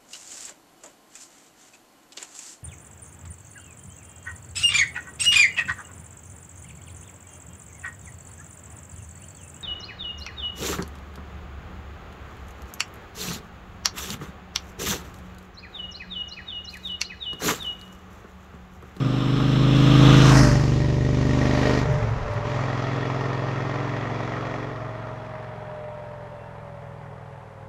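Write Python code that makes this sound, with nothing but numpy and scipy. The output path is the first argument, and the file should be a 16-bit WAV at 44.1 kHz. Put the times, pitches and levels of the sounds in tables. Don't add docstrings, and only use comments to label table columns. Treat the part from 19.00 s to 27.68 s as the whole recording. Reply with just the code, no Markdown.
import sys
import numpy as np
from scipy import signal
from scipy.io import wavfile
from scipy.ndimage import uniform_filter1d

SR = 44100
rng = np.random.default_rng(int(sys.argv[2]) if len(sys.argv) > 2 else 0)


def voltage_ratio(level):
    return 10 ** (np.asarray(level, float) / 20)


def inscribe(sig):
    pcm = np.round(np.clip(np.atleast_2d(sig).T, -1, 1) * 32767)
    wavfile.write(sys.argv[1], SR, pcm.astype(np.int16))


N = 382788
TIME_S = np.arange(N) / SR

# time_s, level_db
BOOM_LEVEL = [(0.0, -22), (0.14, -22.5), (0.87, -17), (1.11, -12), (1.14, -12.5), (1.45, -15.5),
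              (1.59, -21), (1.96, -23.5), (2.34, -23), (2.97, -25), (3.26, -30.5), (3.55, -28),
              (5.25, -32.5), (5.66, -34.5), (6.33, -41), (8.49, -44.5), (8.51, -47), (8.68, -41.5)]
# time_s, level_db
RUNNING_LEVEL = [(0.0, -38), (0.65, -33.5), (1.09, -26), (1.2, -24.5), (1.37, -21), (1.42, -25.5),
                 (1.5, -30), (1.65, -38.5), (1.98, -41.5), (2.29, -37), (2.68, -29), (2.85, -32.5),
                 (3.24, -34), (3.6, -33), (5.56, -35.5), (5.78, -39), (7.11, -46), (8.68, -49.5)]
# time_s, cycles_per_s
ENGINE_REVS = [(0.0, 23.497), (0.7, 24.698), (1.4, 25.251), (2.76, 26.526), (3.0, 24.263), (3.2, 21.849),
               (3.3, 20.925), (3.46, 23.347), (3.6, 22.791), (4.2, 22.889), (5.6, 24.214), (6.1, 23.672),
               (6.55, 23.584), (6.72, 22.799), (7.25, 22.743), (8.2, 21.507), (8.68, 20.74)]

PASS_S, SPEED_M_S, MISS_M = 1.422, 19.42, 1.41
FIRST_FIRING, SECOND_FIRING = .155, .375


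def rms_one(x):
    return x / np.sqrt(np.mean(x ** 2) + 1e-20)


def in_time(rows):
    s, *columns = np.transpose(rows)
    return [np.interp(TIME_S, s, c) for c in columns]


def at_hz(points, hz):
    points_hz, points_db = np.transpose(points)
    return np.interp(np.log(hz), np.log(points_hz), points_db)


def drift(rate_hz):
    r = np.exp(-2 * np.pi * rate_hz * 40 / SR)
    slow = signal.lfilter([1], [1, -2 * r, r * r], rng.standard_normal(N // 40 + 2002))[2000:]
    return np.interp(np.arange(N) / 40, np.arange(len(slow)), rms_one(slow))


def band(x, low_hz, high_hz):
    return signal.sosfilt(signal.butter(2, [low_hz, high_hz], "band", fs=SR, output="sos"), x)


def resonate(x, modes):
    out = 0
    for hz, width_hz, db in modes:
        r, w = np.exp(-np.pi * width_hz / SR), 2 * np.pi * hz / SR
        push = (1 - r) * np.sin(w)
        out = out + voltage_ratio(db) * signal.lfilter([0, push], [1, -2 * r * np.cos(w), r * r], x + 1e-18)
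    return out


def along_m():
    return SPEED_M_S * (TIME_S - PASS_S)


def distance_m():
    return np.hypot(along_m(), MISS_M)


def receding():
    return along_m() / distance_m()


def heard(rows):
    sound_m_s = 343
    return in_time(rows)[0] / (1 + SPEED_M_S / sound_m_s * receding())


def views():
    turn_power = 5.9
    shift_s, shift_ramp_s, far_s, far_ramp_s = 3.49, 0.97, 6.34, 1
    going = receding()
    shifted = np.clip((TIME_S - shift_s) / shift_ramp_s + .5, 0, 1)
    far = np.clip((TIME_S - far_s) / far_ramp_s + .5, 0, 1)
    ahead = np.maximum(-going, 0) ** turn_power
    behind = np.maximum(going, 0) ** turn_power - shifted
    shares = np.array([ahead, np.zeros(N), behind, shifted - far, far])
    shares[1] = 1 - shares.sum(axis=0)
    return shares


def shut():
    # time_s, opening (0-1)
    throttle = [(0, 0.84), (2.25, 0.93), (2.4, 1.01), (2.8, 0.88), (2.87, 0.1), (3.28, 0), (3.34, 0.24),
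                (3.43, 0), (3.47, 0.61), (5.62, 0.7), (5.74, 0.38), (8.68, 0.44)]
    return 1 - np.clip(in_time(throttle)[0], 0, 1)


def unevenness():
    steady, shut_adds = .03, .45
    uneven_below = .5
    return steady + shut_adds * np.clip(1 - (1 - shut()) / uneven_below, 0, 1)


def balance():
    # lowest_orders_db above boom, bark_db above boom, crack_db above the running reference
    by_view = [(-19.5, -4, -25), (-12.5, -5.5, -2), (-11, -6, 0), (-16.5, 0.5, -1), (-14.5, -3.5, -17)]
    boom_revs, deep_top_revs = 24, 25
    deep_db_per_rev, bark_db_per_rev = 5, 2
    shut_deep_db, shut_bark_db, shut_crack_db = 5, -8, -15
    shares, closed, revs = views(), shut(), in_time(ENGINE_REVS)[0]
    deep_db, bark_db, crack_db = np.transpose(by_view) @ shares
    load = (1 - closed) * (1 - shares[4])
    deep_rise = np.minimum(revs, deep_top_revs) - boom_revs
    deep_db = deep_db + deep_db_per_rev * load * deep_rise + shut_deep_db * closed
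    bark_db = bark_db + bark_db_per_rev * load * (revs - boom_revs) + shut_bark_db * closed
    return deep_db, bark_db, crack_db + shut_crack_db * closed


def firings(spread_db):
    turns, uneven = np.cumsum(heard(ENGINE_REVS)) / SR, unevenness()
    whole = np.arange(int(turns[-1]))
    luck = rng.standard_normal((2 * len(whole), 2))
    wanted = np.sort(np.r_[whole, whole + SECOND_FIRING]) + FIRST_FIRING
    at = np.interp(wanted, turns, np.arange(N))
    rough = uneven[at.astype(int)]
    at = np.clip(at + rough * .003 * SR * luck[:, 0], 0, N - 2)
    return at, voltage_ratio(spread_db * rough * luck[:, 1]) * np.resize([1, .85], len(at))


def exhaust():
    # strengths of first firing, its echo, second firing, its echo; pipe round trip s; suction delay s
    pipe = [(.9, 1, 1), (.7, .5, .3), (1, .98, .85), (1.05, .5, 1.15), (.0070, .00775, .0078),
            (.0045, .0054, .0045)]
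    # multiple of the cycle rate, level_db
    orders_ahead = [(1, -40), (2, -3.5), (3, -10), (4, -28.5), (5, -1.5), (6, -3), (7, -16.5), (8, -10),
                    (9, -8), (10, -9.5), (11, -3), (12, -17), (13, -10.5), (14, -17.5), (15, -26),
                    (16, -17.5), (17, -18.5), (18, -19), (19, -19), (20, -25.5), (21, -21), (22, -24)]
    orders_behind = [(1, -25), (2, -5.5), (3, -2), (4, -26), (5, -1.5), (6, -5), (7, -13.5), (8, -12),
                     (9, -9.5), (10, -9), (11, -6.5), (12, -17), (13, -12), (14, -14.5), (15, -28),
                     (16, -12.5), (17, -18.5), (18, -28), (19, -13.5), (20, -22), (21, -20), (22, -27)]
    orders_next_gear = [(1, -28), (2, -12), (3, -14), (4, -23), (5, -1.5), (6, 0), (7, -10), (8, -9),
                        (9, -20.5), (10, -16), (11, -7), (12, -20.5), (13, -6), (14, -10), (15, -19),
                        (16, -16.5), (17, -11.5), (18, -11), (19, -13), (20, -21), (21, -13.5), (22, -9)]
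    orders_far = [(1, -27), (2, -18), (3, -12), (4, -27), (5, -7), (6, -10.5), (7, -8), (8, -2), (9, -3.5),
                  (10, -8.5), (11, -14), (12, -13), (13, -30), (14, -14), (15, -28), (16, -19), (17, -30),
                  (18, -13), (19, -20), (20, -24), (21, -44), (22, -29)]
    suction = .4

    step = np.arange(0, N, 40)
    per_s, shares = heard(ENGINE_REVS), views()[:, step]
    behind, later = (1 + receding()[step]) / 2, shares[3] + shares[4]
    blended = [a + (b - a) * behind + (c - b) * later for a, b, c in pipe]
    first, first_echo, second, second_echo, trip_s, suction_s = blended
    tables = [orders_ahead, orders_ahead, orders_behind, orders_next_gear, orders_far]
    levels_db = np.array([[db for k, db in table] for table in tables]).T @ shares
    boom_db = in_time(BOOM_LEVEL)[0][step]
    deep_db, bark_db = (c[step] for c in balance()[:2])
    groups = [(range(1, 4), boom_db + deep_db), (range(4, 8), boom_db), (range(8, 23), boom_db + bark_db)]
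    depth = .035 + unevenness()[step]
    turn = np.exp(2j * np.pi * (np.cumsum(per_s) / SR - FIRST_FIRING))
    carrier, out = np.ones(N, complex), 0
    for orders, db in groups:
        total = np.sqrt(sum(voltage_ratio(levels_db[k - 1]) ** 2 for k in orders))
        for k in orders:
            hz = k * per_s[step]
            echo = np.exp(-2j * np.pi * hz * trip_s)
            late = np.exp(-2j * np.pi * k * SECOND_FIRING)
            pulse = 1j * hz / (10 + 1j * hz) / (65 + 1j * hz)
            pulse = pulse * (1 - suction * np.exp(-2j * np.pi * hz * suction_s))
            shape = pulse * (first + first_echo * echo + late * (second + second_echo * echo))
            wobble = depth * (drift(14)[step] + 1j * drift(14)[step]) * np.sqrt(k / 5)
            wobble_gain = np.sqrt(1 + 2 * depth ** 2 * k / 5)
            size = np.sqrt(2) * voltage_ratio(db + levels_db[k - 1]) / total / wobble_gain
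            slow = size * (1 + wobble) * shape / np.abs(shape)
            carrier = carrier * turn
            out = out + (np.interp(np.arange(N), step, slow) * carrier).real
    return out


def cracks(at, strength):
    # pitch_hz, width_hz, level_db
    tip_modes = [(1873, 63, 1.5), (2260, 310, -14), (1030, 600, -9.5), (664, 250, -2)]
    fronts = np.zeros(N)
    fronts[at.astype(int)] = strength * voltage_ratio(np.clip(1.4 * rng.standard_normal(len(at)), -6, 6))
    rasp = signal.lfilter([1], [1, -np.exp(-1 / (.003 * SR))], fronts)
    fronts += .12 * rng.standard_normal(N) * rasp
    rung = band(band(resonate(fronts, tip_modes), 500, 3000), 400, 3500)
    return voltage_ratio(in_time(RUNNING_LEVEL)[0] + balance()[2]) * rms_one(rung)


def running(at, strength, puff_s, puff_db, patchy_db):
    # pitch_hz, density_db (dB per Hz)
    from_ahead = [(220, -32), (380, -9), (457, -7.5), (585, -12), (942, -13), (1220, -6), (1340, -13),
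                  (2230, -18), (3320, -10.5), (3880, -12.5), (4660, -53), (5440, -23), (9600, -50.5),
                  (12100, -47.5), (15000, -70)]
    from_side = [(260, -39), (450, -74), (612, -9), (884, -0.5), (1010, -3), (1090, 3), (1480, -1.5),
                 (1710, -6), (3510, -23), (5530, -8), (7640, -24.5), (11200, -32), (15000, -45)]
    from_behind = [(260, -32), (450, 0), (521, -31.5), (595, 7), (659, -15.5), (1020, -11), (1500, -19),
                   (1870, -16.5), (2780, -23.5), (6690, -29.5), (8220, -50.5), (12200, -52.5), (15000, -85)]
    in_next_gear = [(220, -28), (380, -1.5), (486, -13), (533, -21), (603, 5), (671, -9.5), (1360, -8),
                    (1540, -21.5), (1880, -14), (2890, -26), (6640, -36), (8110, -59.5), (15000, -67)]
    from_afar = [(220, -35), (380, 3), (443, 10.5), (501, 4.5), (558, 0.5), (603, 8.5), (885, 6),
                 (1450, -2), (1880, -4), (2760, -14), (11500, -50), (15000, -61)]
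    # pitch_hz, width_hz, level_db
    rings_ahead = [(1220, 45, 3), (5320, 280, -13), (7420, 250, -23.5), (11300, 900, -44)]
    rings_behind = [(3345, 54, -3.5), (1840, 86, 3)]
    treble_loss = 0.49
    shut_treble_db = -8

    going, shares = receding(), views()
    treble_db = shut_treble_db * shut() - treble_loss * 20 * np.log10(distance_m())
    usual_db = np.array([np.average(treble_db, weights=s + 1e-9) for s in shares]) @ shares
    swing_db = treble_db - usual_db

    clicks = np.zeros(N)
    clicks[at.astype(int)] = strength * voltage_ratio(np.clip(3 * rng.standard_normal(len(at)), -6, 5))
    puffs = signal.lfilter([1], [1, -np.exp(-1 / (puff_s * SR))], clicks)
    puffs = uniform_filter1d(uniform_filter1d(puffs, size=40), size=40)
    gate = rms_one(1 + voltage_ratio(puff_db) * puffs * (0.49 + 0.21 * (going > 0)))

    spectra = [from_ahead, from_side, from_behind, in_next_gear, from_afar]
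    white, edges, hiss = rng.standard_normal((2, N)), 400 * 2 ** np.arange(0, 5.3, .2), 0
    for k, (low, high) in enumerate(zip(edges, edges[1:])):
        hz = np.sqrt(low * high)
        colour_db = np.array([at_hz(v, hz) - at_hz(v, 1054) for v in spectra]) @ shares
        tilt_db = np.clip(np.log2(hz / 1500), 0, 1.1) * swing_db
        narrow = band(band(white[k % 2], low, high), low / 1.2, high * 1.2)
        hiss = hiss + voltage_ratio(colour_db + tilt_db + patchy_db * drift(8)) * narrow
    rings = voltage_ratio(-17.5) * shares[0] * rms_one(resonate(rng.standard_normal(N), rings_ahead))
    after = 0.23 * shares[2] + shares[3] + 0.5 * shares[4]
    rings += voltage_ratio(-25 + swing_db) * after * rms_one(resonate(rng.standard_normal(N), rings_behind))
    return voltage_ratio(in_time(RUNNING_LEVEL)[0] + 12.5) * gate * (hiss + rings)


def whine():
    # time_s, pitch_hz
    base_pitch = [(0, 571), (1.4, 610), (2.76, 640), (3.45, 621), (5.7, 667), (6.2, 665), (7, 632),
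                  (8.68, 574)]
    # time_s, level_db
    whine_level = [(0, -46.5), (.9, -40.5), (1.45, -27), (1.7, -41), (2.7, -31), (2.83, -46), (2.92, -28.5),
                   (3.04, -39), (3.12, -49), (3.25, -36.5), (3.5, -37), (3.7, -43.5), (5.6, -46.5),
                   (5.9, -42), (6.8, -40), (7.1, -41), (7.4, -44.5), (8.68, -53)]
    # multiple of the base pitch, coming_db, going_db, far_db
    parts = [(1, -0.5, -0.5, -0.5), (1.56, -18, -18, -9), (1.33, -20, -20, -20), (1.215, -4, -25, -25)]
    turns = np.cumsum(heard(base_pitch) + 1.5 * drift(10)) / SR
    shares, tones = views(), 0
    for multiple, coming_db, going_db, far_db in parts:
        part_db = going_db + (coming_db - going_db) * shares[0] + (far_db - going_db) * shares[4]
        tones = tones + voltage_ratio(part_db + 0.74 * drift(6.3)) * np.sin(2 * np.pi * multiple * turns)
    return np.sqrt(2) * voltage_ratio(in_time(whine_level)[0]) * tones


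def forest(x):
    t60_s, level_db, low_hz, cut_hz, swell_s = .9, -21, 62, 2200, 0.047
    t = np.arange(SR) / SR
    tail = band(rng.standard_normal(SR), low_hz, cut_hz) * voltage_ratio(-60 * t / t60_s) * np.minimum(t / swell_s, 1)
    return voltage_ratio(level_db) * signal.fftconvolve(x, tail / np.sqrt(np.sum(tail ** 2)))[:N]


def rumble():
    # pitch_hz, density_db (dB per Hz)
    roar = [(24, -45), (40, -34), (113, 13.5), (171, 25.5), (281, -14), (333, -32), (427, -16), (600, -13),
            (780, -40), (1320, -120)]
    white, edges = rng.standard_normal((2, N)), 40 * 2 ** np.arange(0, 4, .5)
    bands = 0
    for k, low in enumerate(edges):
        bands = bands + voltage_ratio(at_hz(roar, low * 1.19)) * band(white[k % 2], low, low * 2 ** .5)
    return voltage_ratio(in_time(BOOM_LEVEL)[0] - 20.0 + 3.9 * unevenness()) * rms_one(bands)


def low_thumps():
    # peak_s, level_db
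    gusts = [(1.04, -31), (1.45, -36), (2.86, -38), (3.05, -41), (3.17, -34), (3.27, -40), (3.47, -42),
             (3.84, -48), (4.15, -52)]
    rise_db_s, fall_db_s = 151, 45
    under_rumble_db, coming_db = -34, 15
    since_s = TIME_S - np.array(gusts)[:, :1]
    gusts_db = np.array(gusts)[:, 1:] + np.where(since_s < 0, rise_db_s, -fall_db_s) * since_s
    under_db = in_time(BOOM_LEVEL)[0] + under_rumble_db + coming_db * views()[0]
    level_db = np.maximum(gusts_db.max(axis=0), under_db)
    return voltage_ratio(level_db - 4 + 2.2 * drift(6)) * rms_one(band(rng.standard_normal(N), 18, 60))


def microphone_hiss():
    return voltage_ratio(-70) * rms_one(band(rng.standard_normal(N), 300, 8200))


def ticks():
    # start_s, level_db
    tick_times = [(2.9277, -50), (2.975, -58), (3.1062, -54), (3.3208, -58), (3.3372, -50), (3.5014, -57)]
    s, db = np.transpose(tick_times)
    clicks = np.zeros(N)
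    clicks[(s * SR).astype(int)] = voltage_ratio(db - 5)
    dying = signal.lfilter([1], [1, -np.exp(-1 / (0.0049 * SR))], clicks)
    return dying * rms_one(band(rng.standard_normal(N), 3000, 14000))


def bird():
    start_s, length_s, pitch_hz, level_db = 7.36, .13, 2725, -59
    swell = np.sin(np.pi * np.clip((TIME_S - start_s) / length_s, 0, 1))
    return voltage_ratio(level_db) * swell * np.sin(2 * np.pi * np.cumsum(pitch_hz + 12 * drift(20)) / SR)


def scene():
    at, strength = firings(spread_db=7)
    noise = running(at, strength, puff_s=0.005, puff_db=0.0, patchy_db=1.1)
    bike = exhaust() + cracks(at, strength) + noise + whine()
    return (bike + forest(bike) + rumble() + low_thumps() + microphone_hiss() + ticks() + bird())[None]


def low_pass(x):
    return signal.sosfilt(signal.butter(12, 15190, fs=SR, output="sos"), x)


def record(dry):
    mix = 1.255 * np.tanh(dry / 1.29)
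    return low_pass(mix)


dry = scene()
out = record(dry)
inscribe(out)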